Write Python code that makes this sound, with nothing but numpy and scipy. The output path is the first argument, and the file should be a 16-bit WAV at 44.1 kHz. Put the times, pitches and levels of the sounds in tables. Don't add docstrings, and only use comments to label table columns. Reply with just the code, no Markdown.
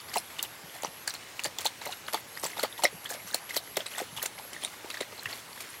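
import sys
import numpy as np
from scipy import signal
from scipy.fft import rfft, irfft, next_fast_len
from scipy.io import wavfile
from scipy.ndimage import uniform_filter1d

SR = 44100
rng = np.random.default_rng(int(sys.argv[2]) if len(sys.argv) > 2 else 0)


def wav_out(sig):
    wavfile.write(sys.argv[1], SR, np.round(np.clip(np.atleast_2d(sig).T, -1, 1) * 32767).astype(np.int16))


def convert_level_to_amplitude(level_db):
    exponent = np.asarray(level_db, float) / 20
    return 10 ** exponent


N = 255763


def evened(x):
    return x / np.sqrt(np.mean(x ** 2) + 1e-20)


def read(points, hz):
    f, value = np.transpose(points)
    return np.interp(np.log(hz + 1), np.log(f + 1), value)


def add(mix, s, sound):
    part = mix[max(round(s * SR), 0):][:len(sound)]
    part += sound[:len(part)]


def colour(x, points):
    size = next_fast_len(len(x))
    gain = convert_level_to_amplitude(read(points, np.fft.rfftfreq(size, 1 / SR)))
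    return evened(irfft(rfft(x, size) * gain, size)[:len(x)])


def resonate(x, hz, width):
    turn = np.exp(2j * np.pi * np.cumsum(hz * np.ones(len(x))) / SR)
    r = np.exp(-np.pi * width / SR)
    return 2 * (turn * signal.lfilter([1 - r], [1, -r], x / turn)).real


def swell(u, sharp=1.4):
    return (u * np.exp(1 - u)) ** sharp


def ragged(depth_db, seconds):
    span = int(seconds * SR)
    drift = uniform_filter1d(uniform_filter1d(rng.standard_normal(N), span), span)
    return evened(convert_level_to_amplitude(depth_db * np.tanh(evened(drift))))


def lasting(rows, cycles):
    return [(s, db, hz, cycles * 1e3 / hz) for s, db, hz in rows]


def bubbles(rows, rise, glide, rough, push_db, reach, gain_db):
    out, chance = np.zeros(N), rng.standard_normal((len(rows), 4000))
    for (s, db, hz, ms), c in zip(rows, chance):
        top = rise * ms / 1000
        u = np.arange(int(min(6 * top * SR, 4000))) / SR / top
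        cycle = max(int(SR / hz), 2)
        wobble = np.sqrt(cycle) * uniform_filter1d(c[:len(u) + cycle], cycle)[:len(u)]
        wobble = wobble - np.sum(swell(u) * wobble) / np.sum(swell(u))
        turns = np.cumsum(hz * (1 + glide * (np.minimum(u, 4) - 1) + rough * wobble)) / SR
        ring = swell(u, 1.82) * np.sin(2 * np.pi * turns + 9 * c[0])
        throb = np.sqrt(2 * cycle) * uniform_filter1d(c[::-1][:len(u)], 2 * cycle)
        ring = ring * convert_level_to_amplitude(14 * rough * np.tanh(throb))
        lower = 2 * np.pi * (0.72 + 0.1 * np.tanh(c[2]))
        push = convert_level_to_amplitude(push_db) * swell(turns / reach, 16) * np.sin(lower * turns + 9 * c[1])
        level = swell(u) * np.sum(ring + push) / np.sum(swell(u))
        add(out, s - top, convert_level_to_amplitude(db + gain_db) * (ring + push - level))
    return out


# loudest moment in seconds, peak in dB, pitch in Hz, length in ms.
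GLUG_POCKETS = [(0.1604, -25.5, 965, 5.9), (0.1669, -23.5, 633, 5.5), (0.8355, -25.5, 690, 1.7),
                (0.8483, -20, 900, 1.36), (1.4527, -27.5, 756, 2.95), (1.4578, -28, 590, 2.3),
                (1.6566, -22.5, 800, 3.34), (1.8667, -29, 820, 2.95), (1.8732, -34.5, 587, 5.8),
                (2.1442, -22, 776, 2.6), (2.1505, -27, 876, 6), (2.437, -24, 667, 1),
                (2.4541, -30.5, 717, 8), (2.5712, -31, 850, 3.2), (2.5876, -35, 710, 3.6),
                (2.6366, -22, 542, 3.9), (2.6482, -27.5, 787, 5.6), (2.794, -32, 890, 6.6),
                (2.8379, -21, 786, 5.1), (2.8484, -19.5, 588, 8.2), (3.1137, -36, 670, 12.5),
                (3.3469, -23.5, 674, 2), (3.5679, -26.5, 696, 3.46), (3.7714, -19, 565, 3.06),
                (4.0042, -29, 690, 4.8), (4.0185, -30, 408, 4.3), (4.2369, -31, 647, 4.9),
                (4.6563, -37, 650, 5.2), (4.8464, -36.5, 475, 4.2), (5.0104, -24.5, 492, 3.7)]


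def glugs():
    pockets = bubbles(GLUG_POCKETS, rise=.595, glide=.022, rough=.21, push_db=-14.5, reach=2.83, gain_db=1)
    return signal.sosfilt(signal.butter(2, 190, "high", fs=SR, output="sos"), pockets)


# loudest moment in seconds, peak in dB, pitch in Hz.
SWALLOWS = [(0.642, -45, 159), (0.8813, -45.5, 170), (1.468, -47, 169), (1.606, -52, 96),
            (1.4632, -31, 600), (1.6628, -33.5, 630), (1.8177, -34, 990), (2.9453, -43, 166),
            (3.1492, -34.5, 640), (3.25, -45, 194), (4.1306, -41.5, 148), (4.17, -45, 115),
            (4.1861, -30, 930), (4.3976, -33.5, 900), (4.6378, -34.5, 690), (5.128, -39.5, 467),
            (5.2626, -44, 125)]


def gulps():
    return bubbles(lasting(SWALLOWS, 2.03), rise=.554, glide=-.04, rough=.15, push_db=-10, reach=2.4,
                   gain_db=-.5)


# loudest moment in seconds, peak in dB, pitch in Hz, length in ms.
SMALL_POPS = [(0.1709, -27, 2720, 1.6), (0.3936, -29.5, 2900, 3.4), (0.3937, -30.5, 3560, 4.5),
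              (1.0783, -29, 1650, 4.34), (1.3946, -24.5, 2680, 1.3), (1.5873, -29.5, 3380, 1.5),
              (2.0829, -36, 3260, 1.4), (2.0854, -25.5, 1450, 1.15), (2.1453, -32, 3440, 4.9),
              (2.3739, -34.5, 1820, 2.4), (2.5956, -31, 1390, 3.6), (2.8535, -14, 2060, 3.7),
              (3.0592, -29, 3240, 2.5), (3.1028, -35.5, 1670, 4.5), (3.508, -32, 2070, 3.3),
              (3.8063, -27.5, 3330, 1.7), (3.9496, -35, 1860, 3.6), (3.9848, -35.5, 1430, 3.7),
              (4.1749, -32.5, 3440, 2.1), (4.1778, -34.5, 2910, 3.1), (4.1963, -34.5, 3080, 2.6),
              (4.2191, -34, 1840, 2.6), (4.259, -32.5, 2670, 2.4), (4.5656, -36, 1840, 4),
              (4.944, -32, 1870, 2.45), (4.9727, -35, 1730, 3.3), (5.258, -29, 2670, 2.6),
              (5.259, -25, 1800, 2.9)]
# loudest moment in seconds, peak in dB, pitch in Hz.
TONGUE_CLICKS = [(0.1419, -29.5, 4570), (0.176, -27, 4070), (0.4278, -29.5, 4410), (1.079, -24.5, 4560),
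                 (1.1512, -32.5, 4200), (1.4378, -36, 4500), (1.4451, -26.5, 4520), (1.4636, -30.5, 4570),
                 (1.6631, -20, 4160), (1.6693, -26, 4200), (1.8166, -36.5, 3900), (1.8739, -34, 4100),
                 (1.9247, -31, 3980), (2.1464, -28, 4400), (2.4519, -30.5, 4570), (2.597, -27, 4290),
                 (2.6529, -31, 4400), (2.7788, -40, 3700), (2.8379, -22.5, 4230), (2.8463, -23, 3870),
                 (3.3451, -19.5, 4260), (3.5664, -22.5, 4420), (3.5748, -23, 3940), (3.7693, -30, 3650),
                 (3.8654, -29, 3900), (4.6491, -24.5, 3660), (4.9027, -34, 4630), (4.9125, -34, 3840),
                 (5.0101, -31, 3800), (5.3293, -30, 4300)]
# loudest moment in seconds, peak in dB, pitch in Hz.
LIP_SNAPS = [(0.1607, -36, 5570), (0.1821, -28.5, 5200), (.184, -25, 9800), (0.8475, -28, 5900),
             (1.1066, -33.5, 5600), (2.4432, -31, 5570), (2.4522, -36, 5740), (2.464, -25, 7740),
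             (2.8376, -27, 5740), (2.8528, -18.5, 5500), (3.2751, -36.5, 6000), (3.5668, -26.5, 5500),
             (4.6489, -24, 8850), (5.1951, -34, 4050), (5.6073, -39, 4610)]


def small_bursts():
    return SMALL_POPS + lasting(TONGUE_CLICKS, 8.75) + lasting(LIP_SNAPS, 10.2)


# loudest moment in seconds, peak in dB, pitch in Hz.
SETTLING_BLOPS = [(0.441, -41, 850), (0.7601, -40.5, 786), (1.4879, -43.0, 600), (1.5878, -39, 860),
                  (1.888, -37, 740), (1.8945, -35, 800), (2.5954, -34, 840), (2.648, -28.5, 1220),
                  (2.9304, -44, 423), (3.1708, -43, 563), (3.7735, -30.5, 410), (3.8037, -35.5, 630),
                  (4.8599, -39.5, 876), (5.1276, -44, 1200), (5.1897, -44, 860)]
# loudest moment in seconds, peak in dB, pitch in Hz.
BURSTING_DROPLETS = [(0.1174, -39, 1870), (0.1426, -33, 3040), (0.4365, -31, 3750), (0.449, -34, 2970),
                     (0.8481, -31, 4770), (0.8689, -37, 2790), (1.0997, -30, 4560), (1.1066, -29, 3960),
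                     (1.4373, -33, 3530), (1.4516, -37, 5910), (1.4551, -31.5, 1770), (1.6082, -37.0, 3200),
                     (1.6635, -18.5, 3540), (1.6479, -30, 4340), (1.6695, -26, 6270), (1.8534, -43, 3430),
                     (1.8538, -33, 2070), (1.8583, -35, 5830), (1.9057, -38, 4130), (1.9302, -35, 2780),
                     (2.1348, -28, 4400), (2.443, -32, 4540), (2.5014, -42, 2070), (2.5333, -36, 2000),
                     (2.5796, -32, 3640), (2.6052, -36, 4310), (2.6099, -35, 1370), (2.6351, -37, 4250),
                     (2.6355, -45, 2500), (2.656, -36, 3040), (2.7267, -33.5, 3670), (2.8381, -24, 2950),
                     (2.864, -27, 3960), (3.0614, -36.0, 1810), (3.1059, -31, 6400), (3.1258, -35, 1680),
                     (3.1405, -37.0, 5170), (3.4982, -35, 3620), (3.5474, -35, 3200), (3.577, -29.5, 3100),
                     (3.7595, -32, 3680), (3.939, -34, 2990), (4.1662, -34, 3330), (4.2335, -42, 2760),
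                     (4.6375, -28, 3300), (4.9054, -32, 2640), (5.028, -36.0, 3960), (5.0304, -34, 1940)]
# loudest moment in seconds, peak in dB, pitch in Hz.
SPIT_THREADS = [(0.1419, -36, 6980), (0.1558, -37, 7580), (0.1634, -34.0, 8010), (0.1711, -28.0, 8100),
                (0.1841, -24, 10900), (0.4279, -32, 7030), (0.4368, -32.0, 11970), (0.4377, -42, 8010),
                (0.823, -34, 6900), (1.0772, -34, 10510), (1.0959, -33, 8270), (1.4522, -28, 7400),
                (1.5869, -28, 14210), (1.5869, -28.5, 7140), (1.6553, -25, 7320), (1.6561, -30, 11020),
                (2.1346, -28.0, 10000), (2.398, -33, 8700), (2.4424, -28.0, 7440), (2.4709, -38, 7550),
                (2.6355, -29, 10940), (2.8412, -32.0, 13700), (3.1026, -34, 8360), (3.1107, -32, 6600),
                (3.5668, -24, 12830), (3.5724, -21.5, 11100), (3.7705, -26, 14600), (3.8661, -29.5, 8100),
                (3.9831, -30, 7920), (4.2402, -30, 9500), (4.6375, -26, 9550), (4.9032, -34, 10160),
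                (5.0084, -36, 9700)]


def fine_bursts():
    return lasting(SETTLING_BLOPS, 4.06) + lasting(BURSTING_DROPLETS, 6.72) + lasting(SPIT_THREADS, 13)


# start in seconds, peak in dB, length in ms, level of the top octave in dB.
LIP_TICKS = [(0.1702, -22, 1, 1), (0.1814, -33, 1.8, -10), (0.4267, -17, 2.9, 5), (1.0763, -20, 1.1, -6),
             (1.4363, -24, 1.4, -7), (1.4432, -20.5, 1, -21), (1.5863, -22, 0.29, -31),
             (1.6527, -25, 6.3, 1), (1.6685, -25, 2.6, -21), (1.8574, -24.5, 1.1, 2), (2.1333, -22, 1.5, 1),
             (2.1442, -25, 1.9, 0), (2.4405, -28, 1.6, -8), (2.6305, -22, 1, -3), (2.634, -21.5, 1.5, -1),
             (2.8357, -20.5, 1.6, -16), (2.8372, -31, 0.64, -8), (2.845, -25, 2.3, -12),
             (3.1048, -32, 0.8, -17), (3.344, -16.5, 2.8, -0.5), (3.5656, -24, 1.15, 12),
             (3.571, -25, 2.2, 3), (3.769, -19.5, 2.3, -4), (3.8652, -39, 1.7, -23),
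             (3.9825, -30, 2.1, -25), (4.227, -17.5, 2.2, 9), (4.2596, -22.5, 3.3, -8),
             (4.6487, -25, 0.64, -14)]
# start in seconds, peak in dB.
SPIT_FLECKS = [(0.1417, -37), (0.8217, -32), (1.139, -29), (1.928, -35), (2.397, -33), (3.0442, -32),
               (4.5324, -33), (4.9023, -36.5), (5.01, -30), (5.2326, -37), (5.6053, -32)]


def ticks():
    out, t = np.zeros(N), np.arange(700) / SR
    fleck_ms, fleck_top_db = 1.6, -12
    rows = LIP_TICKS + [(s, db, fleck_ms, fleck_top_db) for s, db in SPIT_FLECKS]
    for (s, db, ms, top_db), c in zip(rows, rng.standard_normal((len(rows), 700))):
        # (Hz, dB)
        tone = [(300, -67), (1500, -38), (3000, -19), (6000, 1), (10000, 2.5), (12500, top_db), (16000, top_db)]
        add(out, s, convert_level_to_amplitude(db - 4.5) * swell(t / (0.00046 * ms)) * colour(c, tone))
    return out


# pitch in Hz, level in dB.
MOUTH_CAVITIES = [(2050, -2), (3500, -8), (4330, 0), (5400, -8), (7400, -6)]


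def mouth(x):
    width_hz = 230
    return x + sum(convert_level_to_amplitude(db) * resonate(x, hz, width_hz) for hz, db in MOUTH_CAVITIES)


# pitch in Hz, seconds to fall by 60 dB.
AFTER_RING = [(300, 0.072), (2000, 0.08), (15000, 0.097)]


def splatter(x):
    taps = rng.choice([-1., 1.], 6000) * (rng.random(6000) < .08)
    hz, t, z = signal.stft(taps, SR, nperseg=128)
    fade = convert_level_to_amplitude(-60 * t / read(AFTER_RING, hz)[:, None])
    tail = signal.istft(z * fade, SR, nperseg=128)[1]
    delayed = np.r_[np.zeros(90), tail / np.linalg.norm(tail)]
    return convert_level_to_amplitude(-10) * signal.oaconvolve(x, delayed)[:N]


def grains(tone, per_s, spread_db, cycles, count):
    out = np.zeros(N)
    size = convert_level_to_amplitude(spread_db * np.minimum(rng.exponential(1, N), 4.5)) * (rng.random(N) < per_s / SR)
    kind = rng.integers(0, count, N)
    for k, hz in enumerate(np.geomspace(tone[0][0], tone[-1][0], count)):
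        turns = np.arange(int(8 * cycles * SR / hz)) * hz / SR
        grain = swell(2 * turns / cycles) * np.sin(2 * np.pi * turns * (1 + 0.0205 * turns))
        grain = grain / np.linalg.norm(grain)
        out += convert_level_to_amplitude(read(tone, hz)) * np.sqrt(hz) * signal.oaconvolve(size * (kind == k), grain)[:N]
    return evened(out)


# centre in seconds, length in ms, squelch in dB, spray in dB.
JAW_BITES = [(0.142, 17, -41.5, -48), (0.171, 38, -42.5, -49), (0.439, 28, -44, -52),
             (0.8355, 5.3, -43, -44), (1.08, 13, -39.5, -46), (1.102, 26, -51, -52),
             (1.457, 24.3, -39, -46), (1.593, 18, -40.5, -59), (1.618, 27, -44, -51),
             (1.662, 29.5, -37, -46.5), (2.1485, 45, -37, -50.5), (2.452, 48, -41, -45.5),
             (2.604, 32, -44, -49.5), (2.643, 30, -35.5, -52), (2.844, 11.2, -29.5, -34.5),
             (3.109, 38, -46, -46.5), (3.291, 48, -53, -55), (3.3545, 35, -41, -49.5),
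             (3.55, 29, -45.5, -48.5), (3.568, 18, -40.5, -44), (3.773, 12.4, -32, -48),
             (3.936, 58, -48, -56), (3.991, 33, -42.5, -53), (4.013, 62, -51, -59), (4.182, 35, -48, -54),
             (4.235, 26, -40, -47), (4.262, 13.6, -35, -51), (4.648, 79, -46, -55.5), (5.014, 21, -39, -53),
             (5.611, 18, -49, -54)]
# centre in seconds, length in ms, squelch in dB.
TONGUE_SLURPS = [(0.1, 37, -49.5), (2.52, 49, -48.5), (0.33, 72, -53.5), (0.394, 18.6, -39.5),
                 (0.761, 41, -50.5), (0.857, 34, -45), (1.151, 28, -43.5), (1.397, 9, -40), (1.83, 36, -45),
                 (1.8695, 33, -42), (1.922, 24, -43), (2.09, 20, -42.5), (2.374, 18, -48), (2.576, 20, -42),
                 (2.79, 24, -45.5), (2.828, 14, -38), (2.87, 23, -43.5), (3.062, 21, -48),
                 (3.144, 21, -40.5), (3.506, 30, -42), (3.805, 31, -44.5), (3.865, 10.4, -39),
                 (4.389, 11, -48), (4.549, 43, -49.5), (4.909, 18, -45), (4.946, 13, -47.5),
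                 (4.979, 19, -48), (5.191, 23, -53), (5.262, 13, -46), (5.32, 72, -48)]
# time in seconds, level in dB.
BOWL_STIR = [
    (0, -46),
    (.6, -48),
    (1.3, -38),
    (2.5, -45.5),
    (4.1, -43),
    (5.3, -36),
    (5.8, -37.5),
]
# pitch in Hz, level in dB.
SLOSH_TONE = [(200, -4), (600, -0.5), (1200, -0.5), (1950, 0.5), (3000, -1), (4300, -8), (6000, -12.5)]
# pitch in Hz, level in dB.
FIZZ_TONE = [(3500, -11.5), (5000, 2), (7000, 1.5), (10000, 0), (13000, -3), (16000, -37)]


def mash():
    squelch, spray = np.zeros((2, N))
    slurp_spray_db = -13
    slurps = [(s, ms, db, db + slurp_spray_db) for s, ms, db in TONGUE_SLURPS]
    for s, ms, squelch_db, spray_db in JAW_BITES + slurps:
        u = np.arange(int(3 * ms * SR / 1000)) / SR * 1000 / ms
        clump = (1 - np.exp(-u / .05)) * (np.exp(-u ** 2) + .2 * np.exp(-u))
        start = s - ms / 2000
        add(squelch, start, convert_level_to_amplitude(squelch_db - 1) * clump)
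        add(spray, start, convert_level_to_amplitude(spray_db + 6) * clump)
    stir = convert_level_to_amplitude(np.interp(np.arange(N) / SR, *np.transpose(BOWL_STIR)) - 18.5)
    stir = stir * ragged(5.5, .03)
    slosh = grains(SLOSH_TONE, per_s=6000, spread_db=2.3, cycles=6, count=24)
    fizz = grains(FIZZ_TONE, per_s=6000, spread_db=2.5, cycles=5, count=16)
    sputter_db, sputter_s = 3.6, .002
    wet = ragged(sputter_db, 2 * sputter_s) * slosh
    fine = ragged(sputter_db, sputter_s) * fizz
    return mouth((squelch + stir) * wet + (spray + convert_level_to_amplitude(-4.5) * stir) * fine)


def froth(rows):
    chance = rng.random((len(rows), 3, 3))
    s, db, hz, ms = np.transpose(rows)[:, :, None]
    late, weak, off = chance.T.transpose(0, 2, 1)
    delay = .02 * late ** 1.2
    pitch = hz * (1 + .3 * (off - .5))
    brood = [s + delay, db - 10 - 7 * weak, pitch, ms * (1 - .5 * weak)]
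    brood = np.reshape(brood, (len(brood), -1)).T
    return bubbles(brood, rise=.4, glide=.03, rough=.08, push_db=-8, reach=3, gain_db=0)


# loudest
# moment in seconds, peak in dB, pitch in Hz.
FAINT_DRIPS = [(0.0033, -37, 4540), (0.0963, -35.5, 4940), (0.1558, -30, 15160), (0.173, -25.5, 680),
               (0.3681, -39, 2810), (0.6973, -41, 3300), (0.7517, -36, 8650), (1.0792, -38, 880),
               (1.6305, -38, 4480), (1.6464, -29, 8610), (1.6691, -37.0, 14360), (1.8556, -33, 8960),
               (1.875, -32, 12400), (2.0668, -36, 4190), (2.138, -31.5, 600), (2.354, -38, 4190),
               (2.376, -33, 4850), (2.4167, -40, 12520), (2.4167, -37.0, 8500), (2.454, -47, 169),
               (2.6372, -34, 427), (2.802, -37, 7350), (3.2018, -40, 2180), (3.3057, -38.5, 1500),
               (3.3125, -35, 14360), (3.3127, -36.0, 3900), (3.329, -34, 6430), (3.3328, -38, 8960),
               (3.336, -33, 1680), (3.5376, -36, 8730), (3.676, -39, 2000), (3.9565, -32, 10110),
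               (3.9605, -35, 3650), (3.9648, -37.0, 1950), (3.9833, -41, 3680), (3.981, -34, 850),
               (4.0115, -34, 820), (4.028, -37, 474), (4.092, -40, 3100), (4.22, -33, 9650),
               (4.3811, -36, 2070), (4.4528, -45.5, 520), (4.5343, -37.5, 3040), (4.9768, -35, 4540),
               (5.009, -37, 400), (5.18, -38, 4250), (5.228, -38.0, 1720), (5.2332, -32, 14360),
               (5.5309, -37.5, 4420), (5.5773, -38.5, 1780), (5.6238, -35, 9420), (5.704, -34.5, 9000)]


def drips():
    ms_at_1k, shrink = 4.6, .7
    rows = [(s, db, hz, ms_at_1k * (1e3 / hz) ** shrink) for s, db, hz in FAINT_DRIPS]
    return bubbles(rows, rise=.6, glide=.02, rough=.07, push_db=-12, reach=3, gain_db=0)


def cricket(rows, strokes_hz, start_hz, end_hz, width, smear):
    out = np.zeros(N)
    for start, end, db in rows:
        t = np.arange(int((end - start) * SR)) / SR
        noise, pace = rng.standard_normal(len(t)), rng.uniform(.993, 1.007)
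        climb = .5 + .5 * np.tanh((t - .045) / .035)
        step = (end_hz - start_hz) * np.clip((db + 60) / 10, .3, 1)
        stroke = swell((t * strokes_hz * pace) % 1 / .03)
        scrape = stroke * np.cos(2 * np.pi * (start_hz + end_hz) / 2 * pace * t) + smear * noise
        rising_hz = end_hz - step * (1 - climb)
        low = resonate(resonate(scrape, start_hz, width), start_hz, 2 * width)
        high = resonate(resonate(scrape, rising_hz, width), rising_hz, 2 * width)
        wing = .4 * evened(low) + evened(high)
        edges = signal.windows.tukey(len(t), min(.02 / (end - start), 1))
        add(out, start, convert_level_to_amplitude(db - 6 * (1 - climb)) * evened(wing) * edges)
    return out


# start in seconds, level in dB.
NEAR_CHIRPS = [(0, -51.5), (.19, -54.5), (.42, -55), (.64, -55), (.88, -52), (1.71, -60), (1.88, -52),
               (2.063, -48.5), (2.265, -50.5), (2.49, -49.5), (2.69, -49), (2.905, -50.5), (3.13, -50),
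               (3.397, -49.5), (3.62, -49.5), (3.861, -50.5), (4.1, -50.5), (4.341, -50), (4.68, -56.5),
               (4.85, -56.5), (5.07, -57), (5.249, -54.5), (5.48, -52.5), (5.68, -51.5)]


def near_cricket():
    chirp_s, rest_s = .17, .05
    start, db = np.transpose(NEAR_CHIRPS)
    length = chirp_s - .012 * np.clip(-53 - db, 0, 4)
    room = np.diff(start, append=start[-1] + 1) - rest_s
    rows = zip(start, start + np.minimum(room, length), db)
    return cricket(rows, strokes_hz=111, start_hz=11060, end_hz=11440, width=340, smear=.5)


# start in seconds, end in seconds, level in dB.
FAR_RASPS = [
    (0, 1.04, -65),
    (2.3, 2.6, -64),
    (3.88, 4.65, -60),
    (5.25, 5.8, -64),
]
# start in seconds, end in seconds, level in dB.
STEADY_RASP = [
    (0, .9, -62),
]


def far_crickets():
    far = cricket(FAR_RASPS, strokes_hz=105, start_hz=10700, end_hz=10800, width=500, smear=1.2)
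    steady = cricket(STEADY_RASP, strokes_hz=112, start_hz=11400, end_hz=11400, width=450, smear=1.3)
    return far + steady


# pitch in Hz, level in dB per Hz.
YARD_TONE = [(24, -44), (40, -2), (115, 0.5), (190, -1), (859, 1.5), (2010, -0.5), (10500, -10.5),
             (15500, -16)]


def yard():
    yard_db, drone_hz, drone_db = -42.5, 117, -1
    frames, hz = N // 256 + 5, np.fft.rfftfreq(1024, 1 / SR)
    a, b, patches = rng.standard_normal((frames, 513, 3)).T
    patches = evened(uniform_filter1d(uniform_filter1d(patches, 10, 0), 12, 1))
    patches_db = 1.8 * patches * np.minimum(hz / 500, 1)[:, None]
    z = (a + 1j * b) * convert_level_to_amplitude(read(YARD_TONE, hz)[:, None] + patches_db)
    wash = evened(signal.istft(z, nperseg=1024, noverlap=768)[1][:N])
    return convert_level_to_amplitude(yard_db - 5.5) * (wash + convert_level_to_amplitude(drone_db) * resonate(wash, drone_hz, 9.5))


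def scene():
    small, fine = small_bursts(), fine_bursts()
    smacks = glugs() + gulps() + mouth(ticks())
    smacks += bubbles(small, rise=.6, glide=.02, rough=.06, push_db=-8, reach=3, gain_db=2)
    smacks += bubbles(fine, rise=.6, glide=.02, rough=.05, push_db=-14, reach=3, gain_db=0)
    pig = smacks + splatter(smacks) + mash() + froth(small + fine) + drips()
    return (pig + near_cricket() + far_crickets() + yard())[None]


def low_pass(x):
    return signal.sosfilt(signal.butter(12, 17130, fs=SR, output="sos"), x)


def record(dry):
    bass_cut = signal.sosfilt(signal.butter(6, 62, "high", fs=SR, output="sos"), dry)
    band_limit = signal.firwin(801, 15850, window=("kaiser", 8), fs=SR)
    limited = signal.oaconvolve(bass_cut, band_limit[None], "same")
    return low_pass(limited)


dry = scene()
out = record(dry)
wav_out(out)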